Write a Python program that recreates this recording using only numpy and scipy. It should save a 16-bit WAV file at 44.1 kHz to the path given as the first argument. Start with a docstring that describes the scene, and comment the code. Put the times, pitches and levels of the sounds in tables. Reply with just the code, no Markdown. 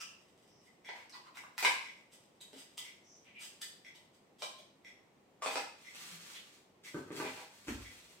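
"""Small plastic cosmetic containers are turned in the hands, snapped shut and set down on a table;
then a sleeve rustles and a hand rummages in a cardboard box. Impacts and stick-slip friction excite
each object's damped normal modes; the rustle is a dense train of random impulses. At a phone a few
metres off, the reverberant field of the hard-walled room outweighs the direct sound. A clock ticks
faintly once a second over a steady hush."""
import sys
import numpy as np
from scipy import signal
from scipy.fft import rfft, irfft, next_fast_len
from scipy.io import wavfile

SR = 44100
rng = np.random.default_rng(int(sys.argv[2]) if len(sys.argv) > 2 else 0)


def store_pcm(level_fs):
    """Save levels as 16-bit WAV."""
    pcm = np.round(np.clip(level_fs, -1, 1) * 32767).astype(np.int16)
    wavfile.write(sys.argv[1], SR, np.atleast_2d(pcm).T)


N = 361619


def amp(db):
    """Amplitude ratio of a level in decibels."""
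    return 10 ** (np.asarray(db) / 20)


def read(points, hz):
    """Interpolation of (frequency [Hz], value) points on a log-frequency axis."""
    f, value = np.transpose(points)
    return np.interp(np.log(np.maximum(hz, 1)), np.log(f), value)


def colour(x, points):
    """Zero-phase filtering by a curve of (frequency [Hz], gain [dB])."""
    size = next_fast_len(x.shape[-1] + 2048)
    gain = amp(read(points, np.arange(size // 2 + 1) * SR / size))
    return irfft(rfft(x, size) * gain, size)[..., :x.shape[-1]]


def unit(x):
    """Normalisation to rms 1."""
    return x / np.sqrt(np.mean(x ** 2) + 1e-30)


def band(x, hz, kind, order=2):
    """Causal Butterworth filtering."""
    sos = signal.butter(order, np.clip(hz, 5, SR / 2 - 500), kind, fs=SR, output="sos")
    return signal.sosfilt(sos, x)


def add(out, s, x):
    """Superposition of x on out from time s."""
    i = max(int(s * SR), 0)
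    out[i:i + len(x)] += x[:N - i]


def slips(size, rate_hz, scatter_db):
    """Poisson process: impulses of uneven size at random moments."""
    happens = rng.random(size) < rate_hz / SR
    sign = rng.choice([-1, 1], size)
    strength = amp(scatter_db * np.clip(rng.standard_normal(size), -2, 2))
    return unit(happens * sign * strength)


def stroke(length_s):
    """Stick-slip friction: the jerky force of one slide swells and eases off."""
    jerks = slips(SR // 2, rate_hz=3000, scatter_db=4)[:int(max(length_s, .01) * SR)]
    return jerks * np.sqrt(np.hanning(len(jerks)))


# Normal modes of each object: (frequency [Hz], bandwidth [Hz], level [dB])
OBJECT_MODES = { "jar": [(430, 74, -30), (565, 18, -18), (660, 43, -21), (814, 62, 9), (983, 184, 16.5),
                (1675, 310, 11), (2020, 170, 13), (2160, 89, 15), (2830, 140, -33), (3930, 550, -39),
                (4870, 470, -8.5), (7600, 1800, -14), (13000, 2900, -32)], "rim": [(1090, 130, 18),
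                (1040, 200, 5), (1360, 300, 7.5), (1940, 260, 12), (2540, 170, 12), (3720, 630, 2.5),
                (4720, 1700, -18), (8100, 1500, -25), (13300, 9300, -15)], "lid": [(930, 85, -11),
                (1996, 14, 5.5), (3090, 550, 0), (3680, 390, -7), (4920, 740, -4.5), (6320, 460, -8.5),
                (7970, 1130, -4.5), (10700, 2500, -16)], "case": [(620, 62, 5.5), (707, 44, 1.5),
                (1094, 19, 6), (2370, 170, -5.5), (3000, 620, -8.5), (3880, 750, -12.5), (4760, 950, -18),
                (6200, 130, -12), (8100, 1400, -20)], "cap": [(1330, 560, -11.5), (2690, 330, -2.5),
                (5200, 810, -7), (7800, 730, -21)], "palm": [(278, 29, 1.5), (390, 50, -11), (466, 51, -4),
                (595, 61, -8), (805, 67, -13), (2520, 2300, -24.5)], "table": [(295, 57, -15),
                (514, 35, -1), (635, 61, 6.5), (792, 73, 6), (940, 100, 2.5), (1310, 190, -1.5),
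                (1660, 180, -2.5), (2000, 350, -3.5), (2430, 170, 4), (3520, 520, -11), (4570, 410, -7),
                (5640, 760, -30), (8200, 2500, -12.5), (13000, 3400, -41)], "base": [(571, 290, -7),
                (1100, 120, -0.5), (1200, 80, -8), (2230, 670, -21), (7660, 4100, -14)],
                "wall": [(120, 23, -17), (178, 31, -9), (290, 43, 4.5), (383, 44, 4.5), (562, 25, -7.5),
                (850, 99, -12), (1185, 130, -7.5), (1533, 53, -1.5), (2600, 810, -52), (5800, 9600, -28)],
                "flap": [(57, 10, 4.5), (89, 31, 6), (235.5, 22, 13.5), (266, 11, 9.5), (450, 47.3, -19),
                (930, 53, -14), (1340, 310, -10.5), (2400, 710, -18), (6800, 4700, -36.5)], }
def ring(modes, edge_db, edge_hz=2600, grip=0.021, near=0.25):
    """Modal impulse response: damped cosines, detuned by the grip; edge is treble gain against body."""
    hz, width, db = np.transpose(modes)[:, :, None]
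    t = np.arange(SR // 8) / SR
    hz = hz * (1 + grip * rng.standard_normal(hz.shape))
    gain = width * amp(db + edge_db * hz ** 2 / (hz ** 2 + edge_hz ** 2))
    y = np.sum(gain * np.exp(-np.pi * width * t) * np.cos(2 * np.pi * hz * t), axis=0)
    y = band(y, 0.77 * hz.min(), "high", order=4)  # small bodies radiate little below their first mode
    # nearby hands and bottles reflect the treble: a different comb filter for each contact
    treble = band(y, 2500, "high")
    y = y + near * sum(np.roll(treble, int(lag_s * SR)) for lag_s in rng.uniform(.0005, .007, size=5))
    return y / np.sqrt(np.sum(y ** 2))


def slide(length_s, db, edge_db, name):
    """Forced vibration: a friction force convolved with the object's impulse response."""
    return amp(db) * signal.fftconvolve(stroke(length_s), ring(OBJECT_MODES[name], edge_db, near=0.074))


# Sliding contacts: (time [s], duration [s], level [dB], edge [dB], object)
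SLIDING_CONTACTS = [ (0.00, 0.02, -39, 1, "cap"), (0.62, 0.067, -70, 15, "lid"),
                    (0.848, 0.023, -57.5, 26, "jar"), (1.125, 0.044, -49.5, -18, "rim"),
                    (1.245, 0.047, -57.5, -44, "rim"), (1.337, 0.047, -52.5, 10, "rim"),
                    (1.586, 0.043, -41.5, 32, "rim"), (1.626, 0.016, -33, -11, "jar"),
                    (2.106, 0.052, -58.5, 15, "lid"), (2.55, 0.072, -53.5, 1, "lid"),
                    (3.382, 0.091, -48.5, 10, "lid"), (3.941, 0.028, -56.5, -25, "lid"),
                    (4.128, 0.028, -65.5, -2, "lid"), (4.381, 0.049, -54.5, -6, "lid"),
                    (4.421, 0.031, -48.5, 4, "lid"), (4.571, 0.034, -58.5, 7, "case"),
                    (5.421, 0.21, -48, -3, "lid"), (6.841, 0.021, -54, -8, "lid"),
                    (7.056, 0.033, -54.5, -12, "wall"), (7.16, 0.032, -45, -6, "wall"),
                    (7.154, 0.16, -47.5, -9, "table"), (7.318, 0.14, -54, -16, "table"),
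                    (7.665, 0.024, -44, 22, "flap"), ]
def rubs(names):
    """Frictional excitation: surfaces sliding on each other drive the named objects' modes."""
    out = np.zeros(N)
    for s, length_s, db, edge_db, name in SLIDING_CONTACTS:
        if name in names:
            add(out, s, slide(length_s, db, edge_db, name))
    return out


# Narrow-band skids, plus the 3.3 kHz ring of the clock's first tick at 0.858 s: (time [s], duration [s],
# frequency [Hz], bandwidth [Hz], level [dB])
RESONANT_SKIDS = [(0, 0.069, 2820, 350, -57.5), (0.659, 0.031, 2060, 300, -69),
                  (0.858, 0.046, 3310, 400, -59.5), (0.433, 0.21, 5480, 800, -76),
                  (1.118, .032, 4420, 910, -56), (2.399, 0.024, 3810, 300, -55.5),
                  (3.021, 0.18, 5900, 810, -67), (3.241, 0.069, 2530, 1040, -64.5),
                  (3.336, 0.066, 2530, 617, -56), (3.616, 0.025, 1870, 218, -55.5),
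                  (5.96, 0.24, 181, 40, -68.5), (6.332, 0.053, 3040, 1930, -54.5),
                  (7.241, 0.047, 2430, 1000, -49.5), (7.667, 0.021, 970, 120, -53)]
def scuffs():
    """Resonance: fingers and smooth surfaces skid, exciting a single band; the band at 0.858 s is the clock's
    tick ringing near 3.3 kHz."""
    out = np.zeros(N)
    for s, length_s, hz, width, db in RESONANT_SKIDS:
        resonance = band(stroke(length_s), [hz - width / 2, hz + width / 2], "band")
        add(out, s, amp(db) * unit(resonance))
    return out


def fingers(until_s=4.3, fade_s=0.67, db=-79):
    """Random impulse excitation: shifting fingertips tick faintly on the lid."""
    activity = np.clip((until_s - np.arange(N) / SR) / fade_s, 0, 1)
    jerks = slips(N, rate_hz=170, scatter_db=13.5) * activity
    return amp(db) * signal.fftconvolve(jerks, ring(OBJECT_MODES["lid"], edge_db=3, near=0))[:N]


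# Difference between the two microphone ports: (frequency [Hz], side minus mid [dB])
SIDE_LEVEL = [(50, -22), (125, -14), (250, -10), (500, -6.5), (1000, -1.5), (3000, 0)]
def diffuse_noise(size):
    """Diffuse-field coherence: two close ports are alike in the bass, unrelated in the treble."""
    mid, side = rng.standard_normal((2, size))
    side = colour(side, SIDE_LEVEL)
    return np.array([mid + side, mid - side])


# Spectrum of the still room: (frequency [Hz], relative spectral density [dB])
HUSH_SPECTRUM = [(15, -48), (25, -35), (66, -19), (96, -12.5), (209, -5), (240, -7.5), (389, -6),
                 (433, -8.5), (552, -8.5), (1140, -16.5), (1300, -20), (1660, -24), (1850, -19.5),
                 (4620, -29.5), (15500, -33.5)]
def hush(db=-69.5):
    """Stationary diffuse noise: the steady background of the house."""
    noise = colour(diffuse_noise(N), HUSH_SPECTRUM)
    return amp(db) * noise / noise.mean(axis=0).std()


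# Normal modes of the clock's case: (frequency [Hz], bandwidth [Hz], level [dB])
CLOCK_MODES = [(2043, 38, -2.5), (2174, 210, -5), (3310, 99, -11.5), (5480, 125, -12.5)]
def clock(first_s=.838, gears_s=0.063, gears_db=-55, tick_delay_s=.01, tick_db=-28):
    """Periodic excitation: once a second a tick and a short chirr of gears ring the case."""
    out = np.zeros(N)
    for s in np.arange(first_s, N / SR, 1):
        case = ring(CLOCK_MODES, edge_db=0, grip=0.011, near=0)
        add(out, s, amp(gears_db) * signal.fftconvolve(stroke(gears_s), case))
        add(out, s + tick_delay_s, amp(tick_db) * case)
    return out


def impact_force(edge_db, push_s=.000006, graze_s=0.007, chatter_s=0.0015):
    """Contact time limits bandwidth: graze, main push and chatter are smoothed more in a dull blow."""
    t = np.arange(-(SR // 100), SR // 100) / SR
    graze = 0.016 * np.exp(-abs(t) / graze_s)
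    chatter = 0.12 * np.exp(-abs(t) / chatter_s)
    force = rng.standard_normal(len(t)) * np.where(t < 0, graze, chatter)
    force[len(t) // 2] = 1  # the main push
    half_width_s = push_s * amp(-2 * edge_db)  # equals push_s at an edge of 0 dB
    return signal.fftconvolve(force, np.exp(-(t / half_width_s) ** 2), "same")


def impact(db, edge_db, name):
    """Impulsive excitation of an object; returns the sound and its lead before the main push [s]."""
    force = impact_force(edge_db)
    tap = signal.fftconvolve(force, ring(OBJECT_MODES[name], edge_db))
    return amp(db) * tap / np.linalg.norm(tap), len(force) / SR / 2


# Rebound of each object: (first gap [s], level lost per rebound [dB], edge lost per rebound [dB])
REBOUND_LOSSES = {"jar": (.012, 17.3, 0), "rim": (.007, 12, 14), "cap": (0.0079, 13, 0),
                  "case": (0.01, 17, 0), "palm": (.03, 6.6, 0), "table": (.015, 12, 1.6),
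                  "base": (.0045, 2.4, 0), "wall": (.023, 6.7, 0), "flap": (0.0168, 9.3, 29)}
# Blows: (time [s], level [dB], edge [dB], skid duration [s], object)
BLOWS = [ (0.8899, -14.5, -9.5, 0.15, "jar"), (1.096, -29, 18, 0, "cap"), (1.372, -19, 20, 0.0044, "jar"),
         (1.438, -24.5, -14.5, .03, "rim"), (1.580, -7.5, 18, 0.013, "rim"), (1.627, -5.5, 12, 0, "table"),
         (1.649, 5, -5.5, 0, "jar"), (1.677, -8, 4, 0, "table"), (2.532, -24.5, 12, .06, "palm"),
         (4.422, -10, -6, 0, "case"), (5.422, -12.5, -7, 0.00077, "base"),
         (5.446, -15, -7, 0.000045, "base"), (5.461, -6.5, -6, .09, "table"),
         (5.557, -5.5, -7, 0.051, "table"), (6.945, -10.5, -15.5, .035, "wall"),
         (7.105, -14.5, -9.5, 0, "wall"), (7.201, -10, -13, 0.094, "wall"), (7.683, -9.5, 4.5, 0, "flap"),
         (7.752, -20.5, -16, 0.064, "flap"), ]
def taps(names, gap_ratio=.7, skid_db=-42, skid_edge_db=2.5):
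    """Inelastic collision: each blow rebounds twice, ever weaker and sooner, and may dull or skid."""
    out = np.zeros(N)
    for s, db, edge_db, skid_s, name in BLOWS:
        if name in names:
            gap_s, loss_db, dull_db = REBOUND_LOSSES[name]
            hit_s = s
            for k in range(3):
                tap, lead_s = impact(db - k * loss_db, max(edge_db - k * dull_db, -24), name)
                add(out, hit_s - lead_s, tap)
                hit_s += gap_s * gap_ratio ** k
            if skid_s > 0:
                add(out, s, slide(skid_s, db + skid_db, edge_db + skid_edge_db, name))
    return out


# Closures of the lid's catch: (time [s], level [dB], edge [dB])
CLOSURES = [(2.412, -25.5, 14), (2.779, -14.5, 6), (3.618, -14, 21)]
def snaps(drag_lead_s=.007, drag_s=0.015, drag_db=-27, drag_edge_db=3):
    """Friction, then impact: the catch drags over the lip of the lid and clicks home."""
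    out = np.zeros(N)
    for s, db, edge_db in CLOSURES:
        click, lead_s = impact(db, edge_db, "lid")
        add(out, s - lead_s, click)
        add(out, s - drag_lead_s, slide(drag_s, db + drag_db, edge_db + drag_edge_db, "lid"))
    return out


# Spectrum of sleeve and wrapping: (frequency [Hz], relative spectral density [dB])
CRINKLE_SPECTRUM = [(60, -27), (200, -7.5), (600, -11), (1200, -1.5), (2400, 1.5), (4000, 1), (6500, -1.5),
                    (8500, -1), (11000, -2.5), (15000, -7.5)]
# The arm reaches over, gropes in the box and lifts a pack out: (time [s], duration [s], level [dB])
ARM_MOVEMENTS = [ (5.768, 0.24, -62.5), (5.935, .19, -52.5), (6.188, .17, -52.5), (6.44, 0.11, -64),
                 (6.832, 0.011, -50.5), (6.927, 0.023, -55.5), (7.109, 0.027, -53), (7.142, 0.02, -46),
                 (7.265, 0.14, -56), (7.503, 0.17, -62.5), (7.652, 0.08, -55), (7.785, 0.15, -59.5),
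                 (7.95, 0.21, -63.5), ]
def rustle(attack_s=0.006, settle_s=0.041):
    """Incoherent addition: the crinkling of each movement swells, holds and settles; powers sum."""
    t = np.arange(N) / SR
    power = np.zeros(N)
    for s, length_s, db in ARM_MOVEMENTS:
        swell = np.clip((t - s) / attack_s, 0, 1)
        settle = np.exp(-np.maximum(t - s - length_s, 0) / settle_s)
        power += (amp(db) * swell * settle) ** 2
    crinkles = colour(slips(N, rate_hz=2500, scatter_db=13), CRINKLE_SPECTRUM)
    return np.sqrt(power) * unit(crinkles)


# Decay of the room: (frequency [Hz], reverberation time T60 [s])
REVERBERATION_TIMES = [(100, 0.6), (300, 0.41), (800, 0.45), (2200, 0.56), (5000, 0.54), (9000, 0.47),
                       (15000, 0.41)]
def reverberation(build_s=0.008, bloom_db=3, bloom_s=0.043):
    """Reverberant decay: a diffuse field builds up, then dies exponentially at each octave's own rate."""
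    t = np.arange(int(.8 * SR)) / SR
    spectrum = rfft(diffuse_noise(len(t)))
    octave = np.log2(np.maximum(np.linspace(0, SR / 2, spectrum.shape[1]), 1))
    centres = np.log2(125) + np.arange(8)
    tail = 0
    for centre, share in zip(centres, np.eye(len(centres))):
        part = irfft(spectrum * np.interp(octave, centres, share), len(t))
        tail = tail + part * amp(-60 * t / read(REVERBERATION_TIMES, 2 ** centre))
    tail = tail * (1 - np.exp(-t / build_s)) * amp(bloom_db * np.exp(-t / bloom_s))
    return unit(tail) / np.sqrt(len(t))


def room(x, lag_s, direct_db, early_db=-5, early_s=.028, spacing_s=.00035):
    """Multipath propagation: direct sound (lag_s later at the right port), wall echoes and a tail."""
    response = reverberation()
    delays = rng.uniform(.002, early_s, size=16)
    echoes = rng.choice([-1, 1], size=16) * np.exp(-delays / early_s)
    slant = spacing_s * rng.uniform(-.5, .5, size=16)  # each echo comes from its own direction
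    for port, arrival, direct_s in zip(response, (delays - slant, delays + slant), (0, lag_s)):
        np.add.at(port, (arrival * SR).astype(int), amp(early_db) * echoes / np.linalg.norm(echoes))
        port[int(direct_s * SR)] += amp(direct_db)
    response /= np.linalg.norm(response.mean(axis=0))
    return signal.fftconvolve(x[None], response, axes=1)[:, :N]


def scene():
    """Superposition: hands, table and box radiate from three places in the same room."""
    in_hand = ["jar", "rim", "lid", "case", "cap", "palm"]
    on_table, cardboard = ["table", "base"], ["wall", "flap"]
    containers = rubs(in_hand) + scuffs() + fingers() + taps(in_hand) + snaps()
    hands = room(containers + clock(), lag_s=0, direct_db=-7.0)
    table = room(rubs(on_table) + taps(on_table), lag_s=.00009, direct_db=-6.5)
    box = room(rustle() + taps(cardboard) + rubs(cardboard), lag_s=.00013, direct_db=-7.5)
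    return hands + table + box + hush()


# Frequency response of the microphone: (frequency [Hz], gain [dB])
MIC_RESPONSE = [(30, 10), (60, 3), (8600, -0.5), (9500, -6), (16000, -11.5)]
def record(dry, left_db=6.0, right_db=-0.5, cutoff_hz=15800):
    """Band limiting: the phone's response falls in the top octave, more on the right, then cuts off."""
    heard = [colour(colour(x, MIC_RESPONSE), [(10000, 0), (12500, shelf_db)])
             for x, shelf_db in zip(dry, (left_db, right_db))]
    return signal.sosfilt(signal.ellip(10, .2, 70, cutoff_hz, fs=SR, output="sos"), heard)


dry = scene()
out = record(dry)
store_pcm(out)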